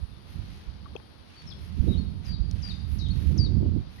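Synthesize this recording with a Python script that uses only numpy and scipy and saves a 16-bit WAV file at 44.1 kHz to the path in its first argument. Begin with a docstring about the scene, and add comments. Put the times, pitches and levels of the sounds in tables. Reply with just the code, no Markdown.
"""Goslings peep on a pond bank: each thin whistle drops onto a held pitch, then slides down,
and the bank echoes it. At the end an adult goose begins a call on a low rising note.
Turbulent gusts buffet the microphone, mostly its right port. Soles scuff on the gritty path,
a few small clicks and a hollow knock ring close by, and a faint outdoor hiss swells and sinks."""
import sys
import numpy as np
from scipy import signal
from scipy.fft import rfft, irfft
from scipy.io import wavfile

SR = 44100
rng = np.random.default_rng(int(sys.argv[2]) if len(sys.argv) > 2 else 0)


def persist_wave(psi):
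    """Save psi, clipped to +-1, as 16-bit WAV."""
    counts = np.round(np.clip(psi, -1, 1) * 32767).astype(np.int16)
    wavfile.write(sys.argv[1], SR, np.atleast_2d(counts).T)


N = 176400
T, HZ = np.arange(N) / SR, np.maximum(np.arange(N // 2 + 1) * SR / N, 1)


def undb(db):
    """Amplitude ratio of a level in decibels."""
    return 10 ** (np.asarray(db) / 20)


def curve(rows):
    """Linear interpolation in time through (seconds, value) rows."""
    return np.interp(T, *np.array(rows).T)


def colour(rows):
    """Spectral envelope through (Hz, dB) rows, falling 12 dB per octave beyond the ends."""
    hz, db = np.array(rows, float).T
    skirts = np.minimum(1, np.minimum(HZ / hz[0], hz[-1] / HZ)) ** 2
    return undb(np.interp(np.log(HZ), np.log(hz), db)) * skirts


def resonance(hz, width_hz):
    """Band-pass response of a damped oscillator."""
    return 1 / (1 + 1j * (HZ / hz - hz / HZ) * hz / width_hz)


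def noise(gain):
    """Filtered white noise of rms 1."""
    x = irfft(rfft(rng.standard_normal(N)) * gain, N)
    return x / np.sqrt(np.mean(x ** 2))


def walk(rate_hz):
    """Low-pass noise of rms 1, for random modulation."""
    return noise(1 / (1 + (HZ / rate_hz) ** 2) ** 2)


def ease(u):
    """Raised-cosine step from 0 to 1."""
    return np.sin(np.pi / 2 * np.clip(u, 0, 1)) ** 2


def pan(db):
    """Panning by level: the right channel lies db below the unchanged left."""
    return np.array([[1], [undb(-db)]])


def distant_air():
    """Nearly steady broadband noise whose stereo balance depends on frequency."""
    # Each row: frequency in Hz, relative level in dB.
    spectrum = [(150, -1), (220, 0), (350, -4.5), (600, -10), (900, -11), (1700, -16.5), (3200, -17),
                (4600, -23.5), (6500, -40.5)]
    # Each row: frequency in Hz, left over right in dB.
    balance = [(200, -1.5), (1300, 8.5), (2400, -2.5), (4400, 24.5)]
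    tilt = np.sqrt(undb(np.interp(HZ, *np.array(balance).T)))
    air = np.array([irfft(rfft(noise(colour(spectrum))) * side, N) for side in (tilt, 1 / tilt)])
    return air * undb(-55.5 + .4 * walk(6))


def scuffs_and_hiss():
    """Friction noise: soles on grit swell a rustle and a sandy swish over a thin outdoor hiss."""
    # Each row: peak time in seconds, half-width in seconds, rustle level in dB, swish level in dB.
    scuffs = [(0.327, 0.057, -60, -63), (0.548, 0.11, -59, -69), (1.416, 0.1, -59, -85),
              (1.643, 0.065, -61, -65), (1.878, 0.11, -58.5, -65.5), (2.28, 0.03, -53.5, -62.5),
              (2.683, 0.1, -55, -72), (2.94, 0.065, -60.5, -60.5), (3.249, 0.14, -56.5, -61.5),
              (3.978, 0.059, -60.5, -65.5)]
    # Each row of both spectra: frequency in Hz, relative level in dB.
    rustle_spectrum = [(500, -0.5), (2500, 6), (4400, 2), (6600, -5), (9000, -12), (15000, -47)]
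    hiss_spectrum = [(8000, -16.5), (9500, 1), (11300, -1), (12300, -13.5), (15800, -28)]
    # Each row: time in seconds, level of the hiss in dB.
    hiss_levels = [(0, -68.5), (.78, -76), (.97, -72.5), (2.2, -72), (2.37, -82), (2.55, -68.5),
                   (3.45, -76.5), (3.75, -77.5)]
    swish_spectrum = [(hz * 1.063, db) for hz, db in hiss_spectrum]
    rustle_power, swish_power = 0, 0
    for peak, half_width, rustle_db, swish_db in scuffs:  # incoherent sounds add in power
        swell = np.exp(-((T - peak) / half_width) ** 2)
        rustle_power += swell * undb(rustle_db) ** 2
        swish_power += swell ** 2 * undb(swish_db) ** 2
    grit = undb(2 * walk(300))
    rustle, hiss, swish = (grit * np.array([noise(colour(rows)) for _ in range(2)])
                           for rows in (rustle_spectrum, hiss_spectrum, swish_spectrum))
    treble = hiss * undb(curve(hiss_levels)) + swish * np.sqrt(swish_power)
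    return pan(-2) * rustle * np.sqrt(rustle_power) + pan(10.5) * treble


def turbulence(gust, eddy_hz, eddy_db):
    """Turbulent pressure on one port: a rumble, and small eddies that grow as a power of the gust."""
    # The rumble. Each row: frequency in Hz, relative level in dB.
    spectrum = [(25, -15.5), (50, 3), (80, 8.5), (105, 1.5), (140, -2.5), (200, -4.5), (290, -21.5),
                (480, -46.5)]
    strong_gust = undb(-20)  # here the eddies stand at eddy_db relative to the rumble
    eddy_gain = undb(eddy_db) * strong_gust * (gust / strong_gust) ** 1.794
    eddies = eddy_gain * noise(np.abs(resonance(eddy_hz, width_hz=215)) ** 3)
    rumble = gust * noise(colour(spectrum)) * undb(2 * walk(30))
    return rumble + eddies * undb(4.5 * walk(55))


def buffets():
    """Pressure pulses of air: low thumps with Gaussian envelopes."""
    # Each row: peak time in seconds, half-width in seconds, level in dB.
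    thumps = [(0.038, 0.014, -23), (0.689, 0.013, -26), (1.808, 0.0044, -14), (2.414, 0.012, -14),
              (3.397, 0.006, -10.5)]
    swell = sum(undb(db) * np.exp(-((T - peak) / half_width) ** 2) for peak, half_width, db in thumps)
    hz = 80 * (1 + 0.319 * walk(110))
    return np.sqrt(2) * swell * np.sin(2 * np.pi * np.cumsum(hz) / SR)


def wind():
    """Turbulence is local, so the two ports hear uncorrelated noise; buffets strike only the right."""
    # Each row of both tables: time in seconds, gust level in dB.
    left_gusts = [(0, -65), (.4, -46.5), (.92, -50), (1.04, -52), (1.33, -89), (1.46, -42), (1.7, -47.5),
                  (1.88, -40), (2.25, -47), (2.85, -51.5), (3.42, -39), (3.66, -33), (3.9, -49.5)]
    right_gusts = [(0, -37.5), (.24, -46), (.39, -31), (.6, -42.5), (.93, -40.5), (1.02, -47.5),
                   (1.34, -50), (1.43, -40), (1.62, -42), (1.88, -16.5), (2.2, -30), (2.62, -27.5),
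                   (2.8, -31), (3.25, -22.5), (3.41, -17.5), (3.78, -21), (3.92, -41.5)]
    left = turbulence(undb(curve(left_gusts)), eddy_hz=292.6, eddy_db=7.5)
    right = turbulence(undb(curve(right_gusts)), eddy_hz=230, eddy_db=-16.5)
    return np.array([left, right + buffets()])


def clicks():
    """Impulsive excitation: each close click is a brief noise burst driving a damped resonance."""
    # Each row: start in seconds, resonance in Hz, bandwidth in Hz, burst decay in seconds,
    # left peak level in dB, left over right in dB.
    impacts = [(0.857, 1150, 240, 0.005, -37.5, 14), (.9535, 440, 213, .00099, -25, 37),
               (1, 636, 870, 0.0017, -39, 23), (2.512, 4960, 2010, 0.0008, -31.5, 7),
               (3.086, 4200, 3000, .0022, -40.5, 13)]
    out = np.zeros((2, N))
    for start, hz, width_hz, decay, db, pan_db in impacts:
        burst = rng.standard_normal(N) * (T >= start) * np.exp(-np.abs(T - start) / decay)
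        ring = irfft(rfft(burst) * resonance(hz, width_hz) ** 2, N)
        out += pan(pan_db) * undb(db) * ring / np.abs(ring).max()
    return out


def knock():
    """Superposition of modes: one hollow knock by the left port, under a brief Gaussian envelope."""
    # Each row: mode frequency in Hz, level in dB.
    modes = [(750, -33), (2600, -31.5), (3250, -33), (6150, -50)]
    peak_s, half_width_s = .9648, 0.0017
    t = T - peak_s
    ring = sum(undb(db) * np.sin(2 * np.pi * hz * t) for hz, db in modes)
    return pan(32) * ring * np.exp(-(t / half_width_s) ** 2)


def bank_echo(x):
    """Diffuse reflection: quick scatter from the ground, a longer faint decay from bank and trees."""
    t = T[:SR]

    def tail(t60):
        response = rng.standard_normal(SR) * undb(-60 * t / t60) * ease(t / 0.0088)
        return response / np.sqrt(np.sum(response ** 2))

    responses = [undb(-6) * tail(t60=.18) + undb(-10) * tail(t60=.85) for _ in range(2)]
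    return pan(10) * np.array([signal.fftconvolve(x, response)[:N] for response in responses])


def whistle(hz, envelope):
    """Random frequency and amplitude modulation give a pure tone a slight waver, rasp and flutter."""
    waver = 1 + .0035 * walk(140)
    rasp = 1 + undb(-28) * walk(1500)
    flutter = undb(.9 * walk(180))
    phase = 2 * np.pi * np.cumsum(hz * waver) / SR
    return np.sqrt(2) * np.sin(phase) * rasp * flutter * envelope


def geese():
    """Frequency glides with echo: goslings peep and pip; an adult goose begins a call at the end."""
    # Peeps scoop down, hold and slide lower. Each row: start, slide onset, attack and scoop decay
    # in seconds; held and end pitch in Hz; level, slide gain, left over right and echo send in dB.
    peeps = [(1.466, 1.495, 0.011, 0.0026, 5330, 3340, -47, 2.5, 33, 3),
             (1.864, 1.927, 0.088, .004, 3830, 2910, -42.5, -15, 27, 6.5),
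             (2.263, 2.315, 0.029, 0.0032, 4710, 3790, -47.5, -7, 22, 11.5),
             (2.62, 2.687, 0.013, 0.006, 4722, 3684, -40, -0.5, 40, 3),
             (2.985, 3.045, 0.0048, .006, 3820, 3134, -44.5, -8, 35, 7),
             (3.374, 3.443, 0.012, 0.0084, 4620, 3756, -33, -9.5, 14, -5.5)]
    # Pips glide once; the last, low and rising, is the adult's.
    # Each row: start and length in seconds, first and last pitch in Hz, level in dB.
    pips = [(0.104, 0.083, 3800, 3550, -63.5), (1.007, 0.063, 4300, 3192, -67),
            (1.349, 0.074, 4510, 4500, -55), (1.962, 0.058, 3300, 4310, -47), (2.243, .03, 7000, 4950, -49),
            (3.091, 0.037, 3120, 4360, -42), (3.629, 0.041, 3250, 2900, -64), (3.976, .04, 1770, 2010, -48)]
    scoop_from_hz, sag_depth = 7280, 0.0063
    slide_s, linger_s, release_s, pip_glide_s = 0.029, 0.0012, 0.0097, .02
    direct, send = np.zeros((2, N)), np.zeros(N)
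    for start, slides_at, attack, scoop, held_hz, end_hz, db, slide_db, pan_db, echo_db in peeps:
        t = np.maximum(T - start, 0)
        slide = ease((T - slides_at) / slide_s)
        sag = sag_depth * np.sin(np.pi * np.clip(t / (slides_at - start), 0, 1) ** 2)
        scoop_hz = (scoop_from_hz - held_hz) * np.exp(-t / scoop)
        hz = held_hz * (1 - sag) + scoop_hz + (end_hz - held_hz) * slide
        release = 1 - ease((T - slides_at - slide_s - linger_s) / release_s)
        envelope = np.minimum(t / attack, 1) * release
        peep = whistle(hz, envelope * undb(db + slide_db * slide))
        direct += pan(pan_db) * peep
        send += undb(echo_db) * peep
    for start, length, first_hz, last_hz, db in pips:
        t = T - start
        glide = ease(t / pip_glide_s)
        envelope = glide * ease((length - t) / release_s)
        pip = whistle(first_hz + (last_hz - first_hz) * glide, undb(db) * envelope)
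        direct += pan(11) * pip
        send += pip
    return direct + bank_echo(send)


def scene():
    """Linear superposition: the pressures of all sources add."""
    return geese() + clicks() + knock() + wind() + distant_air() + scuffs_and_hiss()


def record(dry):
    """Frequency response of the microphone: a notch in the treble and a steep low-pass."""
    notch_hz, width_hz, depth, cutoff_hz = 7540, 760, 0.81, 15700
    notch = 1 - depth * np.exp(-((HZ - notch_hz) / width_hz) ** 2)
    lowpass = signal.ellip(8, .2, 70, cutoff_hz, fs=SR, output="sos")
    return signal.sosfilt(lowpass, irfft(rfft(dry) * notch, N))


dry = scene()
out = record(dry)
persist_wave(out)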